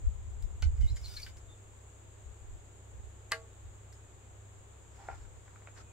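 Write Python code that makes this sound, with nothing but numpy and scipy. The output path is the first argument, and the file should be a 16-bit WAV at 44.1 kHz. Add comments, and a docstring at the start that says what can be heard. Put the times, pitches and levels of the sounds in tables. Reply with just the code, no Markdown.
"""Loading a bow in a fenced driveway.

An arrow taps the bow, then slides over its rest with thin stick-slip squeaks. The nock snaps onto
the string and the bow rings. Sleeves rustle and gear knocks softly as the archer shifts his grip.
Gusts buffet the microphone, insects hiss in the trees, a far engine hums and far birds whistle."""
import sys
import numpy as np
from scipy import signal
from scipy.fft import rfft, irfft, next_fast_len
from scipy.io import wavfile
from scipy.ndimage import map_coordinates

SR = 44100
rng = np.random.default_rng(int(sys.argv[2]) if len(sys.argv) > 2 else 0)


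def put_to_file(sound):
    """Save the sound as 16-bit audio at rate SR, in the file named by the first command-line argument."""
    columns = np.atleast_2d(sound).T  # one column per channel
    safe = np.clip(columns, -1, 1)
    whole_steps = np.round(safe * 32767)
    wavfile.write(sys.argv[1], SR, whole_steps.astype(np.int16))


N = 261072

# outdoor air spectrum: (frequency [Hz], gain [dB])
AIR_COLOUR = [(100, 4), (180, -3), (290, -3), (390, 2), (550, -2.5), (1000, -5.5), (2000, -12.5),
              (3700, -16), (4300, -22), (6000, -26), (10000, -30.5), (15500, -30.5)]
# stereo image of the air: (frequency [Hz], left-right correlation [1])
AIR_CORRELATION = [(150, 0.72), (400, 0.4), (1000, 0), (3000, 0), (8000, 0)]
# insect chorus spectrum: (frequency [Hz], gain [dB])
INSECT_COLOUR = [(5000, -65), (6100, -16.5), (6600, -1.5), (7300, 2.5), (7800, -1.5), (8300, -12.5),
                 (9000, -15.5), (10000, -45)]
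# engine tones: (frequency [Hz], level [dB])
ENGINE_TONES = [(67.5, -59), (100, -57.5), (121, -68.5)]
# eddy spectrum: (frequency [Hz], gain [dB])
WIND_COLOUR = [(12, -58), (20, -0.5), (43, 2.5), (70, 5.5), (99, -6), (115, -14.5), (140, -29.5),
               (188, -40.5), (231, -37), (260, -41), (340, -82), (570, -120)]
# gusts: (time [s], length [s], level [dB], left minus right [dB])
GUSTS = [(0.023, 0.091, -29, -0.5), (0.417, 0.062, -33.5, 7), (0.623, 0.073, -25.5, -5.5),
         (0.657, 0.12, -33.5, 2.5), (0.776, 0.066, -26, -5.5), (0.829, 0.045, -23.5, -10),
         (0.891, 0.0824, -32, -3), (2.239, 0.092, -48.5, 11), (2.39, 0.22, -47.5, 1), (2.875, 0.25, -50, 1),
         (3.633, 0.088, -49, 2), (5.028, 0.4, -53, 5)]
# reverberation of the yard: (frequency [Hz], t60 [s])
YARD_DECAY = [(200, 0.256), (1000, 0.094), (3000, .15), (10000, 0.14)]
# arrow taps: (time [s], relative level [dB], top edge [Hz], t60 [s])
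TAPS = [(0.425, -45.5, 15000, 0.01), (0.6231, -31.5, 10500, 0.017), (0.627, -29, 2600, 0.017),
        (0.809, -44, 11000, .05), (0.961, -41, 15000, 0.057), (0.968, -37, 9000, 0.046),
        (1.168, -39.5, 12000, .05), (1.2641, -36, 3140, .045), (1.286, -46, 14000, .028),
        (1.369, -46, 14000, 0.03), (3.926, -47, 13000, .03), (5.776, -46, 6500, 0.033)]
# tap spectrum: (frequency [Hz], gain [dB])
TAP_COLOUR = [(300, -17), (700, -17), (1150, -16.5), (1500, -3.5), (1750, -9), (2200, 3), (2650, -14),
              (3000, -5), (4200, -3), (5100, -3.5), (7000, -3.5), (9000, -9), (15500, -16)]
# arrow shaft modes: (frequency [Hz], width [Hz], gain [dB])
SHAFT_MODES = [(1500, 150, -6.5), (2206, 140, 0.5), (2985, 57, -5), (3570, 28, -11), (4970, 28, 1),
               (5700, 89, -21), (9020, 87, -26), (10000, 31, -31)]
# pushes of the shaft over the rest: (time [s], length [s], level [dB])
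PUSHES = [(.755, 0.26, -69), (.99, 0.336, -57.5)]
# scrape spectrum: (frequency [Hz], gain [dB])
SCRAPE_COLOUR = [(530, -36), (900, -13), (1520, -7.5), (2200, -9), (2510, -9.5), (2930, -8.5), (3340, -9),
                 (4280, -5), (5310, -7.5), (7680, -14.5), (15500, -17)]
# stick-slip squeaks: (time [s], length [s], start pitch [Hz], end pitch [Hz], level [dB])
SQUEAKS = [(0.772, 0.14, 2055, 2150, -64), (0.81, 0.055, 3030, 2950, -60.5), (0.87, 0.039, 3770, 4230, -52),
           (0.888, .04, 4160, 5700, -62.5), (0.952, 0.0266, 6966, 7260, -50.5),
           (1.018, .035, 5800, 4430, -59), (1.033, 0.044, 4380, 4160, -48.5),
           (1.065, 0.1, 4710, 4980, -56.5), (1.161, 0.019, 4450, 4180, -42), (1.17, 0.03, 4480, 4970, -55),
           (1.165, 0.052, 2200, 2350, -52), (1.166, .028, 1640, 1750, -56),
           (1.221, 0.0226, 4460, 4700, -45)]
# bird whistles: (time [s], length [s], start pitch [Hz], level [dB])
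WHISTLES = [(1.47, 0.092, 3650, -65), (3.503, 0.067, 3830, -77), (3.64, 0.077, 3780, -77),
            (4.0, 0.15, 2560, -77), (4.168, 0.11, 2510, -71), (5.82, 0.23, 2490, -66)]
# faint soft tick just before the snap, then the nock's contacts on the string:
# (time [s], level [dB], top edge [Hz])
SNAPS = [(3.3141, -41.5, 7000), (3.3184, -30, 15000), (3.3197, -22.5, 7700), (3.3225, -24, 2020),
         (3.3231, -29, 12500)]
# snap spectrum: (frequency [Hz], gain [dB])
SNAP_COLOUR = [(200, -25.5), (480, -3), (750, -11), (1200, 5.5), (1500, -4.5), (2000, 5), (2600, 0),
               (3400, -3.5), (4500, 2), (5900, -9), (8000, -5), (10500, -6), (15500, -24)]
# modes of the strung bow with its arrow: (frequency [Hz], relative level [dB], t60 [s])
BOW_MODES = [(458, -18.5, 0.44), (651, -14, 0.3), (800, -21, 0.18), (875, -29, 0.3), (900, -35, 0.18),
             (1124, -19.5, .28), (1350, -23, 0.22), (1410, -15, 0.14), (1530, -20, 0.08), (1620, 0, 0.094),
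             (1740, -1, 0.069), (1880, -11, 0.073), (2086, 0, 0.069), (2250, -11, 0.063), (2395, -19, 0.12),
             (2697, -25.5, .12), (2920, -8.5, 0.086), (3750, -30, .12), (4370, -11, 0.065),
             (4800, -26, 0.065), (4945, -23, 0.071)]
# sleeve movements: (time [s], length [s], level [dB])
SLEEVE_MOVES = [(4.875, .42, -63), (5.2, 0.64, -72.5), (5.748, 0.083, -56.5)]
# cloth spectrum: (frequency [Hz], gain [dB])
CLOTH_COLOUR = [(200, -7), (700, 0), (1500, 2), (2500, -7.5), (3800, -12), (5300, -8.5), (8000, -19),
                (15000, -35)]
# bow rubbing along the quiver: (time [s], length [s], level [dB])
QUIVER_RUB = (4.975, .17, -60.5)
# hollow quiver modes: (frequency [Hz], width [Hz], gain [dB])
QUIVER_MODES = [(694, 78, -7), (840, 110, 5), (1400, 37, 1), (2090, 500, -2.5)]
# knock spectrum: (frequency [Hz], gain [dB])
KNOCK_COLOUR = [(200, -24), (400, -6), (680, 1), (1050, -3), (1400, -1.5), (1800, -6), (2300, -5.5),
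                (2900, -16), (4000, -14), (8000, -40)]
# light gear knocks: (time [s], level [dB])
KNOCKS = [(5.252, -53), (5.480, -50.5), (5.560, -48), (5.621, -53.5), (5.6727, -42), (5.686, -47.5)]

TOP_HZ, ARROW_PAN_DB = 15750, 2.3


def amp(db):
    return 10 ** (np.asarray(db) / 20)


def unit_rms(x):
    return x / np.sqrt(np.mean(x ** 2) + 1e-20)


def along(points, hz):
    """Interpolate (frequency [Hz], value) points on a log axis; one point gives a constant."""
    knots_hz, values = np.transpose(points)
    return np.interp(np.log(hz + 1), np.log(knots_hz + 1), values)


def wobble(rate_hz):
    """Smooth random curve with knots at rate_hz."""
    knots = rng.standard_normal(int(N * rate_hz / SR) + 4)
    return map_coordinates(knots, [np.arange(N) * rate_hz / SR])


def swell(length_s):
    """Half-sine rise and fall."""
    return np.sin(np.linspace(0, np.pi, int(length_s * SR)))


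def strokes(rows, attack_s, release_s):
    """Gain of movements that gather speed, hold and slow down."""
    t = np.arange(N) / SR
    return sum(amp(db) * np.clip(np.minimum((t - s) / attack_s, (s + length_s - t) / release_s), 0, 1)
               for s, length_s, db in rows)


def add(track, start_s, sound):
    part = track[..., round(start_s * SR):][..., :sound.shape[-1]]
    part += sound[..., :part.shape[-1]]


def filtered(x, response):
    """Apply a frequency response by padded FFT."""
    n = x.shape[-1]
    padded = next_fast_len(n + 8192)
    return irfft(rfft(x, padded) * response(np.fft.rfftfreq(padded, 1 / SR)), padded)[..., :n]


def resonances(modes):
    """Frequency response of a body: band-pass modes of alternating sign."""
    return lambda hz: sum((-1) ** k * amp(db) * 1j * hz * width / (centre**2 - hz**2 + 1j * hz * width)
                          for k, (centre, width, db) in enumerate(modes))


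def noise(colour, correlation):
    """Stereo noise of rms 1; spectrum and left-right correlation given over frequency."""
    def response(hz):
        angle = np.arccos(np.clip(along(correlation, hz), -1, 1)) / 2
        return amp(along(colour, hz)) * [np.cos(angle), np.sin(angle)]
    mid, side = filtered(rng.standard_normal((2, N)), response)
    return unit_rms(np.array([mid + side, mid - side]))


def air(level_db=-60):
    """Soft, steady outdoor air."""
    return amp(level_db) * noise(AIR_COLOUR, AIR_CORRELATION)


def insects():
    """A chorus merges into a narrow, faintly flickering hiss."""
    level_db = -64 + 0.32 * wobble(4.2) + 0.45 * wobble(60)
    return amp(level_db) * noise(INSECT_COLOUR, [(7000, 0.02)]) * amp([[1.1], [-1.1]])


def engine():
    """Far hum: low tones wander in level and phase."""
    t = np.arange(N) / SR
    out = np.zeros(N)
    for hz, db in ENGINE_TONES:
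        peak = np.sqrt(2) * amp(db + 1.6 * wobble(4.07))
        out += peak * np.sin(2 * np.pi * hz * t + 0.41 * wobble(3.05))
    return out


def wind(breeze_db=-41.5, calm_db=-62, lull_s=1.05, fall_s=0.59):
    """Eddies thump each microphone port separately, over a breeze that dies down."""
    level_db = np.interp(np.arange(N) / SR, [lull_s, lull_s + fall_s], [breeze_db, calm_db])
    out = amp(level_db) * noise(WIND_COLOUR, [(50, 0.017)]) * amp([[1.2], [-1.2]])
    eddies = noise(WIND_COLOUR, [(50, -0.11)])
    for s, length_s, db, pan_db in GUSTS:
        shape = swell(length_s)
        eddy = eddies[:, round(s * SR):][:, :len(shape)] * shape * amp([[pan_db / 2], [-pan_db / 2]])
        add(out, s, amp(db) * unit_rms(eddy))
    return out


def contact(colour, edge_hz, t60_s, chatter, size=8192):
    """Impulse plus dying chatter, coloured; energy equals 1 ms at level 1."""
    t, hz = np.arange(size) / SR, np.fft.rfftfreq(size, 1 / SR)
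    force = chatter * unit_rms(rng.standard_normal(size) * amp(-60 * t / t60_s)) / np.sqrt(size)
    force[0] += 1
    gain = amp(along(colour, hz)) / np.sqrt(1 + (hz / edge_hz) ** 6)
    # minimum phase: nothing sounds before the hit
    cepstrum = irfft(np.log(np.maximum(gain, 1e-5)))
    cepstrum[1:size // 2] *= 2
    cepstrum[size // 2 + 1:] = 0
    hit = irfft(np.exp(rfft(cepstrum)) * rfft(force))
    return unit_rms(hit) * np.sqrt(SR / 1000 / size)


def in_yard(x, pan_db, wet_db, gap_s=0.004):
    """Direct sound reaches the right port first; paving, fence and bushes scatter a short tail."""
    hz, t, spectra = signal.stft(rng.standard_normal((2, 12000)), SR, nperseg=256)
    decay = amp(-60 * t / along(YARD_DECAY, hz)[:, None])
    tail = signal.istft(spectra * decay, SR, nperseg=256)[1]
    delayed = np.pad(x, (int(gap_s * SR), 0))
    echo = signal.fftconvolve(delayed[None], tail / np.linalg.norm(tail[0]), axes=1)[:, :N]
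    sides = np.array([[1], [-1]])
    port_lag_s = lambda f: 1e-4 / (1 + f / 2800)
    direct = filtered(x, lambda f: np.exp(-sides * 1j * np.pi * f * port_lag_s(f)))
    return direct * amp(sides * pan_db / 2) + amp(wet_db) * echo


def arrow_taps():
    """The arrow touches the bow; each touch rings the shaft."""
    hits = np.zeros(N)
    for s, db, edge_hz, t60_s in TAPS:
        add(hits, s, amp(db) * contact(TAP_COLOUR, edge_hz, t60_s, chatter=4.9))
    ring = filtered(hits, resonances(SHAFT_MODES))
    return in_yard(amp(-5.5) * hits + amp(-3) * ring, ARROW_PAN_DB, wet_db=-2)


def glide(length_s, from_hz, to_hz, flutter):
    """Gliding tone that swells and fades; flutter is a share of pitch."""
    shape = swell(length_s)
    pitch_hz = np.linspace(from_hz, to_hz, len(shape)) * (1 + flutter * wobble(1116)[:len(shape)])
    return shape * np.sin(2 * np.pi * np.cumsum(pitch_hz) / SR)


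def arrow_slide(full_push_db=-58, ring_db=-70):
    """Grainy friction on the rest rings the shaft; stick-slip squeaks roughen with the push."""
    push = strokes(PUSHES, attack_s=0.073, release_s=0.085)
    force = push / amp(full_push_db)
    friction = unit_rms(rng.standard_normal(N) * amp(3.5 * wobble(300)))
    tube = contact(SCRAPE_COLOUR, TOP_HZ, t60_s=0.031, chatter=1.1)
    scrape = push * unit_rms(signal.fftconvolve(friction, tube)[:N])
    ring = amp(ring_db) * force ** 0.18 * unit_rms(filtered(friction, resonances(SHAFT_MODES)))
    out = scrape + ring
    for s, length_s, from_hz, to_hz, db in SQUEAKS:
        squeak = glide(length_s, from_hz, to_hz, flutter=0.022 + 0.019 * force[round(s * SR)])
        add(out, s, amp(db + 2.4 * wobble(324)[:len(squeak)]) * squeak)
    return in_yard(out, ARROW_PAN_DB, wet_db=-5.5)


def birds(pitch_sag=0.0236):
    """Thin, far whistles that waver and fall slightly."""
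    out = np.zeros(N)
    for s, length_s, hz, db in WHISTLES:
        add(out, s, amp(db) * glide(length_s, hz, hz * (1 - pitch_sag), flutter=0.022))
    return in_yard(out * amp(2.8 * wobble(25.08)), pan_db=0, wet_db=-5.5)


def nock_snap(ring_db=-25, ring_attack_s=0.0098, fence_db=-14, fence_delay_s=0.0128):
    """A faint soft tick, then the nock's ears spring over the string; bow and arrow ring."""
    snap, bow = np.zeros((2, N))
    for s, db, edge_hz in SNAPS:
        add(snap, s, amp(db) * contact(SNAP_COLOUR, edge_hz, t60_s=0.0115, chatter=1.66))
    fence_echo = filtered(snap, lambda hz: 1 / (1 + (hz / 5000) ** 2))
    add(snap, fence_delay_s, amp(fence_db) * fence_echo)
    t = np.arange(SR) / SR
    ring = sum((-1) ** k * amp(db - 60 * t / t60_s) * np.sin(2 * np.pi * hz * t)
               for k, (hz, db, t60_s) in enumerate(BOW_MODES))
    add(bow, SNAPS[1][0], amp(ring_db) * ring * (1 - np.exp(-t / ring_attack_s)))
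    return in_yard(snap, ARROW_PAN_DB, wet_db=-9) + in_yard(bow, pan_db=0.5, wet_db=-13)


def sleeves():
    """Cloth rustles faintly as the archer turns."""
    cloth = noise(CLOTH_COLOUR, [(1000, 0.16)])
    folds_db = 1.5 * wobble(90)
    speed = np.zeros(N)
    for s, length_s, db in SLEEVE_MOVES:
        add(speed, s, amp(db) * swell(length_s))
    return cloth * speed * amp(folds_db)


def quiver_rub(edge_hz=1600):
    """The bow rubs the quiver: dull friction through its hollow modes."""
    body = resonances(QUIVER_MODES)
    friction = filtered(rng.standard_normal(N), lambda hz: body(hz) / (1 + (hz / edge_hz) ** 4))
    return strokes([QUIVER_RUB], attack_s=0.022, release_s=0.03) * unit_rms(friction)


def knock(edge_hz, t60_s, hollow_db):
    """One blow on the gear plus the quiver's hollow ring."""
    blow = contact(KNOCK_COLOUR, edge_hz, t60_s, chatter=1.6)
    return blow + amp(hollow_db) * filtered(blow, resonances(QUIVER_MODES))


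def grip_shift(bump_s=5.0856, bump_db=-34.5, rattle_gap_s=0.0135, rattle_db=-43, loss_db=3):
    """The bow rubs and bumps the quiver, which rattles against it; light knocks follow."""
    out = quiver_rub()
    add(out, bump_s, amp(bump_db) * knock(edge_hz=1710, t60_s=0.0092, hollow_db=10))
    for k in range(4):
        rebound = knock(edge_hz=2600, t60_s=0.035, hollow_db=10)
        add(out, bump_s + (k + 1) * rattle_gap_s, amp(rattle_db - k * loss_db) * rebound)
    for s, db in KNOCKS:
        add(out, s, amp(db) * knock(edge_hz=2340, t60_s=0.012, hollow_db=-15))
    return in_yard(out, pan_db=-0.5, wet_db=-4)


def scene():
    archer = nock_snap() + arrow_taps() + grip_shift() + arrow_slide() + sleeves()
    return archer + wind() + air() + insects() + engine() + birds()


def record(dry):
    """Brick-wall low-pass at TOP_HZ."""
    return filtered(dry, lambda hz: hz < TOP_HZ)


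dry = scene()
out = record(dry)
put_to_file(out)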